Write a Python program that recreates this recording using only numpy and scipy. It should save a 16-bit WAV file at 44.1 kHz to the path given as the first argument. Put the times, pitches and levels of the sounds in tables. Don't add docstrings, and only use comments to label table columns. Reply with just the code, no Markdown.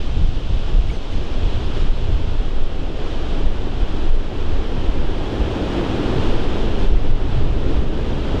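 import sys
import numpy as np
from scipy import signal
from scipy.fft import rfft, irfft
from scipy.io import wavfile
from scipy.ndimage import uniform_filter1d

SR = 44100
rng = np.random.default_rng(int(sys.argv[2]) if len(sys.argv) > 2 else 0)


def unload_audio(sound):
    columns = np.transpose(np.atleast_2d(sound))
    steps = np.round(np.clip(columns, -1, 1) * 32767)
    wavfile.write(sys.argv[1], SR, steps.astype(np.int16))


N = 370440

# (time [s], roar level [dB], rush level [dB], hiss level [dB])
STORM_COURSE = [(0, -36, -38.5, -39.5), (0.35, -39, -42, -41.5), (0.7, -34, -39, -41),
                (0.98, -35.5, -40.5, -41.5), (1.35, -32, -39, -40), (1.8, -32.5, -37.5, -40),
                (2.0, -33, -38.5, -41), (2.7, -34, -40, -44), (2.9, -30.5, -39, -43),
                (3.38, -31, -36, -39.5), (3.52, -31.8, -38.5, -43), (4.1, -29.5, -36.5, -41),
                (4.3, -31, -37, -42), (4.5, -30, -36.5, -41.5), (5.15, -28.5, -35.5, -41.5),
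                (5.55, -25, -32.5, -38.5), (6.0, -23, -31, -37.5), (6.27, -24, -31.5, -36.5),
                (6.4, -25, -33.6, -39), (6.84, -26.5, -33.5, -39), (6.885, -27.5, -35.5, -41),
                (7.37, -30, -36, -42.5), (7.47, -28.5, -37.5, -43), (7.75, -25.5, -37.5, -43),
                (7.95, -28, -37, -43), (8.4, -25.5, -33.5, -39.5)]


def from_db(db):
    return 10 ** (np.asarray(db) / 20)


def rms_one(x):
    return x / np.sqrt(np.mean(x ** 2) + 1e-20)


def in_time(rows):
    s, *columns = np.transpose(rows)
    return [np.interp(np.arange(N) / SR, s, column) for column in columns]


def at_bins(points):
    hz, value = np.transpose(points)
    bin_hz = np.maximum(np.arange(N // 2 + 1) * SR / N, 1)
    return np.interp(np.log(bin_hz), np.log(hz), value)


def noise(spectrum):
    octave_below, octave_above = spectrum[0][0] / 2, spectrum[-1][0] * 2
    closed = [(octave_below, -120), *spectrum, (octave_above, -120)]
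    white = rfft(rng.standard_normal(N))
    return irfft(white * rms_one(from_db(at_bins(closed))), N)


def drift(rate_hz):
    hz = np.arange(N // 2 + 1) * SR / N
    white = rfft(rng.standard_normal(N))
    return rms_one(irfft(white / (1 + (hz / rate_hz) ** 2), N))


def evened(x, span_s):
    size = max(int(span_s * SR), 2)
    power = uniform_filter1d(uniform_filter1d(x ** 2, size), size)
    return x / np.sqrt(np.abs(power) + 1e-9)


def bell(s, half_s):
    return np.exp(-np.minimum(((np.arange(N) / SR - s) / half_s) ** 2, 20))


def eddies(rows, rise_s, fall_s):
    t, power = np.arange(N) / SR, np.zeros(N)
    for s, db in rows:
        width_s = np.where(t < s, rise_s, fall_s)
        power += from_db(db) ** 2 * np.exp(-np.minimum(((t - s) / width_s) ** 2, 20))
    return power


def sizzle(level_db, follow):
    # (frequency [Hz], relative density [dB])
    sizzle_colour = [(7000, -22), (9500, -3), (11000, 4), (14000, 3)]
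    _, rush_db, _ = in_time(STORM_COURSE)
    wide = np.array([noise(sizzle_colour), noise(sizzle_colour)])
    return wide * from_db(level_db + follow * (rush_db - rush_db.mean()))


def bird(flicker_db):
    # (time [s], length [s], first pitch [Hz], last pitch [Hz], arch of glide [Hz],
    # fundamental level [dB], overtone level [dB], pitch waver [share of pitch])
    chirp_rows = [(0.88, 0.048, 1850, 2310, 110, -44, -55, 0.037),
                  (0.92, .064, 2035, 1935, 75, -54, -53.5, 0.006),
                  (1.105, 0.068, 1970, 2130, 35, -57, -57, .006),
                  (6.953, .035, 1940, 2130, 50, -37, -64, .04)]
    voice = [0, -7, -5, -11, -17, -27]
    fade_s = 0.011
    out, t = np.zeros(N), np.arange(N) / SR
    unsteady = drift(240)
    flickers = [flicker_db * drift(50) for _ in voice]
    for s, length_s, first_hz, last_hz, arch_hz, level_db, overtones_db, waver in chirp_rows:
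        along = np.clip((t - s) / length_s, 0, 1)
        hz = first_hz + (last_hz - first_hz) * along + arch_hz * np.sin(np.pi * along)
        phase = 2 * np.pi * np.cumsum(hz * (1 + waver * unsteady)) / SR
        sounding = np.clip(np.minimum(t - s, s + length_s - t) / fade_s, 0, 1)
        for k, (db, flicker) in enumerate(zip(voice, flickers), 1):
            partial_db = level_db if k == 1 else overtones_db
            out += sounding * from_db(partial_db + db + flicker) * np.sin(k * phase)
    return out


def flares():
    # (time [s], half length [s], mean pitch [Hz], peak level [dB])
    flare_rows = [(3.39, 0.034, 320, -27), (5.817, .035, 338, -22), (6.016, 0.049, 292.7, -20),
                  (6.246, .04, 330, -25)]
    waver = 1 + 0.0497 * drift(40)
    out = np.zeros(N)
    for s, half_s, hz, db in flare_rows:
        phase = 2 * np.pi * np.cumsum(hz * waver) / SR
        out += from_db(db) * bell(s, half_s) * np.sin(phase)
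    return out


def storm(roar_trim_db, rush_trim_db, hiss_trim_db, rumble_db, deepening, howl_db, howl_growth,
          churn_db, rustle_db):
    # (time [s], half length [s], roar change [dB], rush change [dB], hiss change [dB])
    gust_rows = [(0.378, 0.055, 5.5, 0.8, 0), (1.55, .2, .5, 0.5, 0.2), (1.78, 0.054, 0, 1, 1.5),
                 (3.08, .07, -0.5, 1.5, 1), (3.39, 0.046, 0.5, 0, -1), (4.465, .05, 0, 0, -0.3),
                 (5.382, .05, 1, 0.5, 0.5), (6.02, .2, 0, 0.1, 0), (6.55, 0.072, 1, .3, 1),
                 (6.817, 0.04, 2, 0.5, 2.3), (7.33, 0.055, 0, 0.5, 1.2), (7.72, 0.078, 0, 2, 2)]
    # (frequency [Hz], relative density [dB])
    roar_colour = [(90, -18), (150, -7.5), (195, -4.5), (240, -1.5), (305, 0), (420, -0.5), (560, -7),
                   (750, -17.5), (1400, -41)]
    rumble_colour = [(75, -16), (115, 1), (150, 0.5), (205, -1), (265, -1), (340, -11.5)]
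    rush_colour = [(350, -13), (620, 1.5), (800, 1), (1050, -2.5), (1550, -6), (2100, -11), (3000, -12.5),
                   (5000, -34.5), (8000, -38), (10500, -44), (14000, -54.5)]
    hiss_colour = [(1200, -33), (2100, -12.5), (2550, -2), (3250, 1.5), (4300, -7.5), (5200, -11),
                   (6200, -16.5), (7800, -23), (9300, -32), (11000, -43), (14000, -51)]
    howl_colour = [(235, -22.5), (280, -2.5), (310, -3), (350, -7.5), (400, -15)]
    gusts_db = sum(np.outer(changes_db, bell(s, half_s)) for s, half_s, *changes_db in gust_rows)
    roar_db, rush_db, hiss_db = in_time(STORM_COURSE) + gusts_db
    roar_swing_db = roar_db - roar_db.mean()

    churned = noise(roar_colour) * from_db(churn_db * drift(30))
    roar = evened(churned, span_s=0.25) * from_db(roar_db + roar_trim_db)
    rumble = evened(noise(rumble_colour), span_s=0.25) * from_db(rumble_db + deepening * roar_swing_db)
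    howl = evened(noise(howl_colour), span_s=0.34) * from_db(howl_db + howl_growth * roar_swing_db)
    rush = noise(rush_colour) * from_db(rush_db + rush_trim_db)
    hiss = noise(hiss_colour) * from_db(hiss_db + hiss_trim_db)
    rustle = from_db(rustle_db * drift(6.4))
    return roar + rumble + howl + flares() + (rush + hiss) * rustle


def ticks(low_hz):
    # (time [s], impulse level before the high-pass [dB])
    tick_rows = [(2.148, -44), (3.471, -38), (4.1545, -32), (4.157, -30), (6.86, -42), (6.894, -35),
                 (7.435, -42.5)]
    clicks = np.zeros(N)
    for s, db in tick_rows:
        clicks[round(s * SR)] = from_db(db)
    high_pass = signal.butter(1, low_hz, "high", fs=SR, output="sos")
    return signal.sosfilt(high_pass, clicks + 1e-18)


def slaps():
    # (time [s], level before rise and decay [dB])
    slap_rows = [(0.418, -9), (0.757, -9), (3.808, -10), (4.13, -9), (4.437, -16), (5.408, -13),
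                 (5.466, -15), (6.846, -12)]
    pitch_hz, decay_s, rise_s = 48, 0.012, 0.003
    out = np.zeros(N)
    for s, db in slap_rows:
        age = np.clip(np.arange(N) / SR - s, 0, 1)
        envelope = (1 - np.exp(-age / rise_s)) * np.exp(-age / decay_s)
        out += from_db(db) * envelope * np.sin(2 * np.pi * pitch_hz * age)
    return out


def buffeting(swell_trim_db, push_trim_db, thud_trim_db, flutter_trim_db, buffet_trim_db, ruffle_db,
              lumpy_db, restless_db):
    # (time [s], level [dB])
    pressure_rows = [(0, -20), (1.9, -19), (3.0, -20.5), (5.1, -19.5), (5.35, -31.5), (5.95, -27.5),
                     (6.35, -17.5), (7.8, -18.5), (8.4, -24)]
    # (time [s], flutter level [dB])
    turbulence_rows = [(0, -28.5), (0.2, -29.5), (0.85, -32), (1.02, -33), (1.4, -30.5), (2.35, -30),
                       (2.6, -32.5), (3.1, -33), (3.75, -32), (4.15, -30), (4.6, -35), (5.2, -29.5),
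                       (6.2, -29), (6.8, -27), (7.15, -25), (7.55, -26), (7.95, -28.5), (8.4, -28.5)]
    # (time [s], peak level [dB])
    push_rows = [(1.85, -14.5), (2.62, -11), (3.46, -13.5), (4.14, -7.5), (4.53, -14.5), (5.04, -15),
                 (6.32, -14), (6.91, -11), (7.11, -9), (7.44, -14.5), (7.78, -15)]
    thud_rows = [(0.07, -22), (0.25, -9.5), (0.54, -15), (0.67, -18.5), (0.78, -6), (0.91, -18),
                 (1.16, -18), (1.46, -16), (1.6, -26), (1.9, -11), (2.14, -15.5), (2.39, -12.5),
                 (2.83, -18), (3.22, -28), (3.45, -14.5), (3.82, -17), (4.15, -18), (4.58, -16),
                 (4.88, -13.5), (5.42, -15), (6.62, -25), (6.86, -11.5), (6.94, -6), (7.11, -16),
                 (7.21, -21), (7.31, -18), (7.5, -19), (7.78, -15)]
    # (time [s], half length [s], flutter level [dB], ruffle level [dB])
    buffet_rows = [(0.22, 0.07, -16.5, -23.5), (0.504, 0.058, -20.5, -29), (0.765, 0.061, -24, -25.5),
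                   (0.91, 0.043, -25, -30), (1.188, 0.05, -25.5, -27.5), (1.427, 0.057, -22.5, -32),
                   (1.59, 0.047, -18, -30), (1.827, .07, -23, -30), (2.103, 0.058, -19.5, -27.5),
                   (2.26, 0.076, -20.5, -31), (2.813, 0.029, -28, -34), (3.42, 0.099, -37, -29),
                   (3.62, 0.031, -23, -50), (3.803, 0.029, -22, -34), (4.077, 0.034, -33, -42),
                   (4.496, 0.096, -20, -43), (4.784, 0.036, -23, -29), (5.004, .04, -24, -30),
                   (5.4, 0.047, -25.5, -34), (5.576, 0.06, -31, -25), (5.8, 0.14, -24, -33),
                   (6.195, 0.075, -27, -22.5), (6.633, 0.036, -22, -34), (6.87, 0.033, -26, -37),
                   (7.1, .04, -21, -26), (7.387, 0.039, -20, -20), (7.56, 0.086, -25, -31),
                   (8.128, 0.055, -34, -26), (8.362, 0.029, -22, -21.5)]
    # (time [s], half length [s], change [dB])
    level_change_rows = [(0.416, .04, 1), (1.026, 0.045, -6), (1.256, .03, -2), (2.71, 0.079, -1.5),
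                         (2.917, 0.046, -4.5), (3.681, 0.028, 0), (3.966, 0.06, 1.5), (4.277, 0.034, -2),
                         (5.72, 0.089, -1.5), (8.22, .04, 0)]
    # (frequency [Hz], relative density [dB])
    swell_colour = [(6, -43), (11, 2), (17, -1), (22, -10), (28, -34)]
    thud_colour = [(19, -6.5), (24, 1), (32, -2), (42, -4.5), (56, -11.5), (76, -21)]
    flutter_colour = [(44, -7), (58, -1.5), (78, -1), (98, -7.5), (130, -15.5)]
    ruffle_colour = [(82, -8), (108, -2), (128, -3.5), (175, -10), (230, -16), (300, -18.5), (700, -36.5)]

    pressure_db, = in_time(pressure_rows)
    flutter_db, = in_time(turbulence_rows)
    pushes = from_db(push_trim_db) * np.sqrt(eddies(push_rows, rise_s=0.066, fall_s=0.054))
    strong = from_db(thud_trim_db) * np.sqrt(eddies(thud_rows, rise_s=0.025, fall_s=0.027))
    weak = from_db(-24.5 + 0.5 * (pressure_db - pressure_db.mean())
                   + 0.37 * (flutter_db - flutter_db.mean()) + restless_db * drift(14))
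    burst_power = np.zeros((2, N))
    for s, half_s, low_db, high_db in buffet_rows:
        burst_power += eddies([(s, 0)], half_s, half_s) * from_db([[low_db], [high_db]]) ** 2
    dull, bright = from_db(buffet_trim_db) * np.sqrt(burst_power)

    swell = evened(noise(swell_colour), span_s=0.046)
    thud = evened(noise(thud_colour), span_s=0.069)
    lumps = from_db(lumpy_db * thud)
    flutter = evened(noise(flutter_colour) * lumps, span_s=0.08)
    ruffle = evened(noise(ruffle_colour) * lumps, span_s=0.074)

    swelling = np.hypot(from_db(pressure_db + swell_trim_db), pushes) * swell
    thudding = np.hypot(strong, weak) * thud
    fluttering = np.hypot(from_db(flutter_db + flutter_trim_db), dull) * flutter
    ruffling = np.hypot(from_db(flutter_db + ruffle_db), bright) * ruffle
    level_changes = from_db(sum(db * bell(s, half_s) for s, half_s, db in level_change_rows))
    return level_changes * (swelling + thudding + fluttering + ruffling)


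def gain_control(x):
    threshold_db, cut_db_per_db = -9.5, 0.72
    recovery_db_per_s, window_s = 15.5, 0.033
    power = uniform_filter1d(np.mean(x ** 2, axis=0), max(int(window_s * SR), 2))
    level_db = 10 * np.log10(np.abs(power) + 1e-12)
    cut_db = cut_db_per_db * np.maximum(level_db - threshold_db, 0)
    recovery_db = recovery_db_per_s * np.arange(N) / SR
    return x * from_db(recovery_db - np.maximum.accumulate(cut_db + recovery_db))


def scene():
    top = sizzle(level_db=-77.0, follow=0.9)
    chirps = bird(flicker_db=4.5)
    far = storm(roar_trim_db=-1.02, rush_trim_db=-0.1, hiss_trim_db=-1.17, rumble_db=-36.5, deepening=1.2,
                howl_db=-43.5, howl_growth=1.63, churn_db=1.07, rustle_db=0.36)
    wind = buffeting(swell_trim_db=1.96, push_trim_db=1.0, thud_trim_db=-0.5, flutter_trim_db=0.5,
                     buffet_trim_db=-3.0, ruffle_db=-5.5, lumpy_db=2.0, restless_db=0.5)
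    near = wind + slaps() + ticks(low_hz=7500)
    return near + far + chirps + top


def record(dry):
    held = gain_control(dry)
    rounded = held / (1 + np.abs(held / 0.95) ** 8) ** (1 / 8)
    to_nearest_end = np.minimum(np.arange(N), np.arange(N)[::-1])
    eased = np.minimum(1, to_nearest_end / (0.004 * SR))
    low_pass = signal.ellip(10, 0.1, 80, 14050, fs=SR, output="sos")
    return signal.sosfilt(low_pass, rounded * eased)


dry = scene()
out = record(dry)
unload_audio(out)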